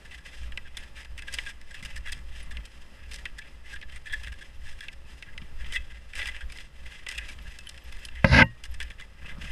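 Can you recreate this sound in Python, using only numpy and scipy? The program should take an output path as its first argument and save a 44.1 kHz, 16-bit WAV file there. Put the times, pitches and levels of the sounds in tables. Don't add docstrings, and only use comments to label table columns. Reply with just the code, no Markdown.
import sys
import numpy as np
from scipy import signal
from scipy.fft import rfft, irfft
from scipy.io import wavfile
from scipy.ndimage import uniform_filter1d

SR = 44100
rng = np.random.default_rng(int(sys.argv[2]) if len(sys.argv) > 2 else 0)


def pcm_store(signal):
    levels = np.round(np.clip(np.atleast_2d(signal), -1, 1) * 32767)
    wavfile.write(sys.argv[1], SR, levels.astype(np.int16).T)


N = 419391
T = np.arange(N) / SR


def undb(db):
    return 10 ** (np.asarray(db) / 20)


def unit(x):
    return x / np.sqrt(np.mean(x ** 2) + 1e-24)


def add(track, start_s, sound):
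    i = max(int(start_s * SR), 0)
    track[i:i + len(sound)] += sound[:N - i]


def colour(x, points, size=1024):
    hz, db = np.transpose(points)
    f = np.maximum(np.fft.rfftfreq(size, 1 / SR), 1)
    curve = undb(np.interp(np.log(f), np.log(hz), db))
    cepstrum = irfft(np.log(curve))
    cepstrum[1:size // 2] *= 2
    cepstrum[size // 2 + 1:] = 0
    return signal.fftconvolve(x, irfft(np.exp(rfft(cepstrum))))[:len(x)]


def band(x, low_hz, high_hz):
    edges = [low_hz, min(high_hz, SR / 2 - 100)]
    return signal.sosfilt(signal.butter(3, edges, "band", fs=SR, output="sos"), x)


def resonance(x, hz, width_hz):
    return signal.lfilter(*signal.iirpeak(hz, hz / width_hz, fs=SR), x)


def wander(rate):
    step = int(SR / rate)
    stairs = np.repeat(rng.standard_normal(N // step + 1), step)
    return unit(uniform_filter1d(stairs, step)[:N])


def grains(rate, spread_db):
    size = undb(spread_db * np.minimum(rng.exponential(size=N), 3.7))
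    return unit((rng.random(N) < rate / SR) * size * rng.choice([-1, 1], N))


def swells(events, rise_share, release_s, rest_db):
    power = np.zeros((len(rest_db), N)) + undb(rest_db)[:, None] ** 2
    for start, length, *levels in events:
        t = T[:int((length + 6 * release_s) * SR)]
        rise = np.minimum(t / (rise_share * length), 1)
        fade = np.exp(-np.maximum(t - length, 0) / release_s)
        for track, db in zip(power, levels):
            add(track, start, (undb(db) * rise * fade) ** 2)
    return np.sqrt(power)


# pitch in Hz, width in Hz, boost in dB.
CASE_RESONANCES = [(551, 27, 7), (870, 84, 4.5), (1619, 39, 8), (1734, 41, 9), (1885, 73, 8),
                   (2037, 77, 11), (2364, 103, 7.5), (2603, 30, 7), (2753, 146, 7.5), (3095, 120, 4),
                   (3600, 140, 2.5), (3950, 70, 3), (4190, 140, 4), (5025, 330, 10), (8030, 200, 3.5),
                   (8360, 190, 2.5), (10430, 410, 3)]

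def camera_case(x):
    for hz, width, db in CASE_RESONANCES:
        x = x + (undb(db) - 1) * resonance(x, hz, width)
    return x


# pitch in Hz, relative level in dB.
AIR_TONE = [(60, -19), (200, -1), (350, -2.5), (750, -8), (1400, -9.5), (2200, -15), (3200, -12.5),
            (4300, -20), (6200, -21.5), (11000, -24.5), (15500, -39)]

def gorge_air(level_db=-60, waver_db=1.5):
    hush = unit(camera_case(colour(rng.standard_normal(N), AIR_TONE)))
    return hush * undb(level_db + waver_db * wander(11))


# pitch in Hz, relative level in dB.
SWAY_TONE = [(5, -1.5), (12, 2.5), (22, -10.5), (36, -11), (48, -11.5), (58, -2.5), (70, -18), (95, -23),
             (160, -45), (300, -70)]
STRAP_TONE = [(70, -9), (130, 4.5), (230, -2.5), (300, -12), (420, -17), (560, -8.5), (750, -19.5),
              (1300, -9), (2500, -47.5)]
# start in seconds, length in seconds,
# relative sway level in dB, relative strap level in dB.
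WEIGHT_SHIFTS = [(0.38, 0.24, -38.5, -59), (0.72, 0.27, -45.5, -67), (1.088, 0.065, -39.5, -64),
                 (1.246, 0.21, -42, -60), (1.75, 0.26, -38, -57.5), (2.03, .385, -39.5, -60),
                 (2.448, 0.17, -36, -56.5), (2.95, 0.38, -41.5, -64.5), (3.722, 0.22, -42, -64),
                 (4.078, 0.24, -37.5, -59.5), (4.526, 0.22, -37.5, -68), (5.248, .2, -42, -61),
                 (5.48, 0.34, -36, -58), (6.152, 0.17, -40.5, -66), (6.418, 0.054, -35.5, -64),
                 (6.782, .092, -38.5, -71), (7.11, 0.38, -40, -58), (7.806, 0.46, -40.5, -67),
                 (8.65, 0.25, -37.5, -73.5), (9.176, 0.35, -39.5, -51.5)]

def camera_mount(sway_db=2, strap_db=-1):
    sway, strap = swells(WEIGHT_SHIFTS, rise_share=0.17, release_s=0.048, rest_db=(-46, -61.5))
    rocking = unit(colour(rng.standard_normal(N), SWAY_TONE, size=16384))
    rubbing = unit(colour(grains(rate=900, spread_db=5.5), STRAP_TONE, size=4096))
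    return undb(sway_db) * sway * rocking + undb(strap_db) * strap * rubbing


# pitch in Hz, relative level in dB.
ICE_TONE = [(150, -17), (550, -14.5), (750, -17.5), (1350, -5.5), (1650, -2.5), (2100, -6), (3200, 0),
            (4400, -15.5), (5500, -16), (7300, -19.5), (8500, -17), (10700, -26.5), (12500, -32),
            (15500, -45)]

def ice_sound(cracks):
    return camera_case(colour(cracks, ICE_TONE))


# start in seconds, length in seconds,
# relative scrape level in dB, relative cloth level in dB.
CLIMBER_MOVES = [(0.1, 0.055, -53, -57), (0.2, .22, -52, -56), (0.448, .03, -53.5, -61),
                 (0.648, 0.027, -52.5, -75.5), (0.714, .134, -50.5, -60.5), (0.944, .064, -45, -53),
                 (1.182, .035, -49, -66), (1.24, .257, -47, -50), (1.66, .087, -53, -60.5),
                 (1.75, .2, -49.5, -58), (1.994, .173, -48, -58), (2.314, .11, -46, -50.5),
                 (2.47, .18, -53, -65), (2.654, .178, -58.5, -61), (2.986, .03, -54.5, -74),
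                 (3.044, .146, -50.5, -56), (3.41, 0.054, -54.5, -74), (3.632, .115, -48.5, -55),
                 (3.87, 0.1, -58.5, -63), (4.03, .21, -52, -56), (4.344, 0.12, -52.5, -58.5),
                 (4.606, .11, -51, -53.5), (4.738, 0.12, -53, -59), (5.028, .18, -56, -58.5),
                 (5.256, .03, -52, -79), (5.56, .26, -51.5, -60), (5.874, .1, -53, -64),
                 (6.13, 0.14, -42.5, -47.5), (6.27, .14, -47, -60), (6.42, .24, -56, -59),
                 (6.8, 0.19, -48, -56), (7.01, .25, -46, -59), (7.228, .097, -53, -54),
                 (7.34, .22, -54.5, -59.5), (7.628, .045, -51.5, -58), (7.784, .267, -52.5, -58),
                 (8.08, .16, -51, -64), (8.696, .035, -56.5, -60.5), (8.8, .09, -51, -68),
                 (8.98, .03, -49.5, -64), (9.19, .13, -46.5, -59.5), (9.366, .14, -45, -54.5)]

def effort():
    return swells(CLIMBER_MOVES, rise_share=0.36, release_s=0.026, rest_db=(-63, -68))


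# pitch in Hz, relative level in dB.
JACKET_TONE = [(2500, -8), (3400, -1), (4400, -12), (6000, -9), (7300, -11), (8400, -11), (9500, -15.5),
               (11200, -16.5), (12800, -26), (15500, -53)]

def scrape_and_rustle(scrape_db=-2.5, cloth_db=0.56, jerk_db=3.5, flutter_db=3):
    scrape, cloth = effort()
    jerks = wander(70)
    grit = band(ice_sound(grains(rate=1500, spread_db=1)), 300, 3770)
    rings = sum(undb(-1 + 5 * wander(25)) * resonance(grit, hz, 170) for hz in (1697, 2013, 2550, 3330))
    grating = scrape * unit(grit + rings) * undb(scrape_db + jerk_db * jerks)
    weave = unit(camera_case(colour(grains(rate=12000, spread_db=0.5), JACKET_TONE)))
    return grating + cloth * weave * undb(cloth_db + flutter_db * jerks)


# start in seconds, relative level in dB, pitch in Hz.
GEAR_TOUCHES = [(0.784, -51.5, 9700), (1.715, -54.5, 7900), (2.429, -49.5, 9800), (3.386, -71, 10900),
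                (3.959, -49, 8640), (7.316, -60, 11100), (7.424, -61, 11400), (7.499, -69, 12500),
                (7.669, -50, 11000), (7.839, -60, 12600), (7.926, -57, 11050), (7.993, -65, 12600),
                (8.053, -47, 11000), (8.441, -57, 11450), (8.713, -56, 11600)]

def gear_tinkles(ring_s=0.049, gain_db=2.91):
    out, t = np.zeros(N), T[:SR // 5]
    fade = np.exp(-np.log(1000) * t / ring_s)
    for start, db, hz in GEAR_TOUCHES:
        add(out, start, undb(db + gain_db) * np.sin(2 * np.pi * hz * t) * fade)
    return out


# pitch in Hz, relative level in dB,
# seconds to fade by 60 dB when damping is 1.
SHELL_TONES = [(116, -14, 0.24), (165, 2, 0.076), (208, 4.5, 0.06), (237, -12, 0.13), (322.4, -12.5, 0.15),
               (541, 0, 0.068), (605, -12, 0.11), (710, -33, .05), (880, -28, .1), (901, -1, 0.051),
               (1002, -3, 0.049), (1079, -28.5, 0.31), (1275, -9, 0.055), (1570, -1.5, 0.031),
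               (1612, 2.5, 0.037), (1647, 3.5, 0.028), (1880, -21, 0.29), (1990, -4.5, .04),
               (2036, 8.5, 0.025), (2110, -3, 0.028), (2210, -11, 0.029), (2400, -1, 0.03),
               (2450, -5.5, 0.038), (2600, -4.5, 0.025), (2765, -3, 0.071), (2830, -25, 0.32),
               (3150, -28, .02)]

def helmet_shell(push, damping=1):
    t = T[:SR // 2]
    ring = sum(undb(db) * np.cos(2 * np.pi * hz * t) * np.exp(-np.log(1000) * damping * t / ring_s)
               for hz, db, ring_s in SHELL_TONES)
    ring = ring - resonance(ring, hz=400, width_hz=135)
    return signal.fftconvolve(push, ring)[:N]


# pitch in Hz, relative level in dB.
RASP_TONE = [(1500, -8.5), (3000, -13.5), (3900, 0), (5100, -1.5), (5800, -12.5), (6600, -18.5),
             (7800, -29), (9200, -27), (10000, -18), (11000, -32), (14000, -53)]

def rope_rasp(x):
    return colour(x, RASP_TONE)


SOFT_LIMIT_HZ = 2600
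# start in seconds, relative level in dB, contact in seconds.
HELMET_BLOWS = [(1.826, -22, .005), (5.419, -20.5, 0.0048), (8.2437, -6, 0.00037), (8.2453, 2, 0.00033),
                (8.2457, 3.5, 0.0093), (9.383, -15.5, 0.0053), (9.44, -25, 0.0024)]

def helmet_slaps(ring_db=-16, crack_db=-27, crack_s=0.0026):
    pushes, cracks, t = np.zeros(N), np.zeros(N), T[:SR // 20]
    for start, db, contact in HELMET_BLOWS:
        push = t * np.exp(-4 * t / contact)
        add(pushes, start, undb(db) * push / push.sum())
        add(cracks, start, undb(db) * np.exp(-t / crack_s) * rng.standard_normal(len(t)))
    ring = helmet_shell(band(pushes, 33, SOFT_LIMIT_HZ), damping=0.8)
    return undb(ring_db) * ring + undb(crack_db) * rope_rasp(cracks)


# time in seconds, then relative rub, hiss and boom in dB.
DRAG_LEVELS = [(8.243, -60, -60, -36), (8.25, -29, -43, -12), (8.275, -40, -40.5, -36),
               (8.31, -32, -37, -18.5), (8.332, -16.5, -28.5, -14.5), (8.38, -16, -28, -22),
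               (8.403, -11, -29, -31), (8.427, -10.5, -32, -21), (8.436, -55, -65, -31),
               (8.55, -100, -100, -59)]

def rope_drag(boom_db=-1):
    times, *levels = np.transpose(DRAG_LEVELS)
    touching = (T > times[0]) * (T < times[-1])
    rub_gain, hiss_gain, boom_gain = (undb(np.interp(T, times, db)) * touching for db in levels)
    slips = grains(rate=3700, spread_db=2)
    tugs = band(slips, 29, SOFT_LIMIT_HZ)
    rub = helmet_shell(tugs * rub_gain) / np.std(helmet_shell(tugs))
    hiss = unit(rope_rasp(slips)) * hiss_gain
    mount_ring = resonance(slips, 66, 16) + 0.58 * resonance(slips, 125, 22)
    boom = unit(band(mount_ring, 43, 192)) * boom_gain
    return rub + hiss + undb(boom_db) * boom


def through_thin_ice(x, lag_s=0.002134, ref_hz=2000):
    f = np.fft.rfftfreq(len(x), 1 / SR)
    delay = lag_s * (np.sqrt(ref_hz / np.maximum(f, ref_hz / 4)) - np.sqrt(ref_hz / f[-1]))
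    phase = 2 * np.pi * np.cumsum(delay) * f[1]
    return irfft(rfft(x) * np.exp(-1j * phase), len(x))


# start in seconds, peak level of the chirp in dB.
ICE_SNAPS = [(0.5736, -29.5), (1.385, -25.5), (2.569, -36), (3.813, -41), (4.8826, -33.5), (5.224, -35),
             (5.377, -35.5), (6.133, -37.5)]

def ice_snaps(high_hz=4800, low_hz=1960, glide_s=0.00218, attack_s=0.0027, ring_s=0.007, crack_s=0.0033):
    out, t = np.zeros(N), T[:SR // 10]
    shape = np.minimum(t / attack_s, 1) * np.exp(-t / ring_s)
    for start, db in ICE_SNAPS:
        detune, stretch = rng.uniform(-1.13, 1, 2)
        glide = np.exp(-t / (glide_s * (1 + 0.5 * stretch)))
        hz = (1 + 0.034 * detune) * (low_hz + (high_hz - low_hz) * glide)
        chirp = unit(np.sin(2 * np.pi * np.cumsum(hz) / SR) * shape)
        burst = np.exp(-t / crack_s) * rng.standard_normal(len(t))
        crack = unit(ice_sound(through_thin_ice(burst)))
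        add(out, start, undb(db) * (chirp + crack) / chirp.max())
    return out


def light_bites(count=28, low_hz=1650, high_hz=2700):
    scrape, _ = effort()
    chance = np.cumsum(scrape)
    rows = []
    for when, duration, force, pitch in rng.random((count, 4)):
        start = np.searchsorted(chance, when * chance[-1]) / SR
        force_db = 2 * (2 * force - 1)
        hz = low_hz * (high_hz / low_hz) ** (pitch ** 2)
        rows.append((start, 0.013 * (0.5 + duration), -50 + force_db, -57 + force_db, hz, 6))
    return rows


# start in seconds, length in seconds, body level in dB,
# treble level in dB, ring pitch in Hz, gain of the ring within the body in dB.
CRAMPON_BITES = [(0.108, .03, -48.5, -61, 2610, -2), (0.519, .013, -43.5, -55, 1700, -12),
                 (0.769, 0.0091, -33, -36.5, 3440, 13.5), (1.047, 0.0091, -46, -52, 1640, -1),
                 (1.177, 0.021, -40.5, -47, 1900, -5), (1.221, 0.0095, -41, -48, 1668, 12),
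                 (1.278, 0.011, -34.5, -49, 1610, 3), (1.326, 0.0077, -67, -42.5, 3340, 3),
                 (1.338, 0.017, -39.5, -34, 3200, 3), (1.462, 0.018, -36.5, -52, 1620, 16),
                 (1.495, .023, -44.5, -50, 1650, 5), (1.611, 0.0087, -51.5, -53, 1680, 3),
                 (1.708, 0.0087, -44, -50, 1650, 25), (1.742, 0.039, -45, -52, 1720, -4),
                 (1.826, 0.015, -41.5, -47, 2060, 12), (1.849, 0.02, -40.5, -43, 2620, -1),
                 (1.958, 0.027, -41, -45.5, 1760, 8), (2.072, 0.022, -38.5, -52, 1700, 24),
                 (2.12, 0.011, -33.5, -34.5, 3200, 6), (2.508, .021, -44, -50, 1670, 14),
                 (2.653, 0.0099, -51, -46, 3600, -9), (3.112, 0.014, -44.5, -44.5, 1970, 3),
                 (3.132, 0.024, -47, -43.5, 3590, -11), (3.159, .0076, -49, -43.5, 3120, -5),
                 (3.253, .011, -31.5, -46.5, 1920, 0), (3.383, 0.011, -37.5, -43.5, 1730, 23),
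                 (3.416, 0.011, -47, -67, 2300, 13), (3.727, 0.034, -42, -52, 1650, 41),
                 (3.759, 0.015, -43, -60, 1680, 3), (3.824, .011, -41.5, -70, 1710, 5),
                 (3.895, 0.0067, -45.5, -61, 3100, 6), (3.959, 0.012, -45, -53, 2000, 1),
                 (4.057, 0.036, -42, -54, 1770, 16), (4.096, 0.026, -43, -65, 1770, 31),
                 (4.124, .018, -28, -41.5, 1700, 23), (4.232, 0.018, -42, -48, 2060, 0),
                 (4.264, 0.019, -40.5, -52, 1640, 9), (4.318, 0.022, -45.5, -53, 1640, 2),
                 (4.409, 0.022, -44.5, -54, 1600, 14), (4.668, .024, -47.5, -56.5, 1670, 11),
                 (4.806, 0.025, -42.5, -49, 1640, 17), (4.827, 0.028, -45.5, -57, 1685, 15),
                 (4.927, 0.01, -50, -53, 1770, 5), (5.415, 0.014, -49, -73, 2330, 3),
                 (5.644, 0.0071, -43, -60, 2260, -12), (5.722, 0.018, -37, -44, 3050, 9),
                 (5.732, 0.031, -35.5, -43.5, 1990, 26), (5.751, 0.024, -32.5, -50, 2020, 32),
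                 (5.757, 0.014, -31, -49, 2590, 20), (6.152, 0.059, -41.5, -45, 1710, 6),
                 (6.19, 0.036, -33.5, -55, 1990, 9), (6.226, 0.026, -41, -56, 1690, 13),
                 (6.255, 0.0077, -32, -39.5, 2350, 3), (6.27, 0.013, -36, -40.5, 1950, 8),
                 (6.285, 0.012, -33, -48, 2020, 10), (6.363, 0.0094, -40.5, -55, 2030, -7),
                 (6.407, 0.035, -45.5, -66, 1590, 26), (6.521, 0.0068, -43, -44, 1990, -4),
                 (6.572, .004, -61, -44.5, 3020, -1), (6.584, 0.0063, -40, -52, 2030, -6),
                 (7.064, 0.0079, -33, -47, 2000, 8), (7.086, 0.0093, -34, -34.5, 2000, 12),
                 (7.098, 0.044, -42, -46, 1990, -5), (7.148, .03, -44, -52, 2580, 22),
                 (7.177, .01, -30.5, -37, 2510, 20), (7.283, 0.018, -41, -47, 2290, 12),
                 (7.386, 0.0065, -44.5, -59, 2650, 0), (7.587, 0.0044, -38.5, -40, 2620, 11),
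                 (7.67, 0.0016, -32, -49, 3050, 15), (7.691, .005, -48, -37, 3520, 5),
                 (7.775, 0.0083, -45.5, -52, 2560, 2), (7.923, 0.0063, -41, -47, 3290, 5),
                 (7.969, 0.0026, -44, -48.5, 1740, 11), (8.05, 0.0075, -64, -37.5, 3340, -2),
                 (8.085, 0.0046, -38.5, -53, 2670, 0), (8.637, 0.026, -42.5, -44.5, 2840, 6),
                 (8.74, 0.0076, -44.5, -46.5, 1750, -17), (8.801, 0.018, -33, -42.5, 1700, 10),
                 (8.827, 0.0088, -47, -43, 1750, 23), (8.902, 0.018, -43.5, -52.5, 1790, 11),
                 (8.997, 0.0095, -43, -51, 1680, 2), (9.009, .013, -42, -52.5, 2000, 20)]

def crampon_bites(first_crack=2.3, crumbs_db=-25, crumbs_s=0.048, frame_hz=3300, frame_db=-6):
    cracks = unit(grains(rate=3500, spread_db=2.5) * undb(3 * wander(250)))
    out, t = np.zeros(N), T[:SR // 7]
    crumbs = undb(crumbs_db) * np.exp(-t / crumbs_s)
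    for start, length, body_db, treble_db, hz, ring_db in CRAMPON_BITES + light_bites():
        push = np.exp(-0.81 * t / length) / (1 + (t / length) ** 8)
        cluster = np.take(cracks, int(start * SR) + np.arange(len(t)), mode="wrap") * (push + crumbs)
        cluster[SR // 2000] += first_crack
        crunch = ice_sound(through_thin_ice(cluster))
        ring = resonance(crunch, hz, 95) + undb(frame_db) * resonance(crunch, frame_hz, 130)
        body = unit(band(crunch, 180, 5630) + undb(ring_db) * ring)
        treble = unit(band(crunch, 4400, 20000))
        length_gain = np.sqrt(length / t[-1])
        add(out, start, length_gain * (undb(body_db) * body + undb(treble_db) * treble))
    return out


def scene():
    climbing = crampon_bites() + ice_snaps() + scrape_and_rustle() + gear_tinkles()
    helmet = helmet_slaps() + rope_drag() + camera_mount()
    return (climbing + helmet + gorge_air())[None]


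def record(dry):
    treble_cut = signal.ellip(8, 0.2, 70, 15400, fs=SR, output="sos")
    return signal.sosfilt(treble_cut, np.clip(dry, -0.95, 0.95))


dry = scene()
out = record(dry)
pcm_store(out)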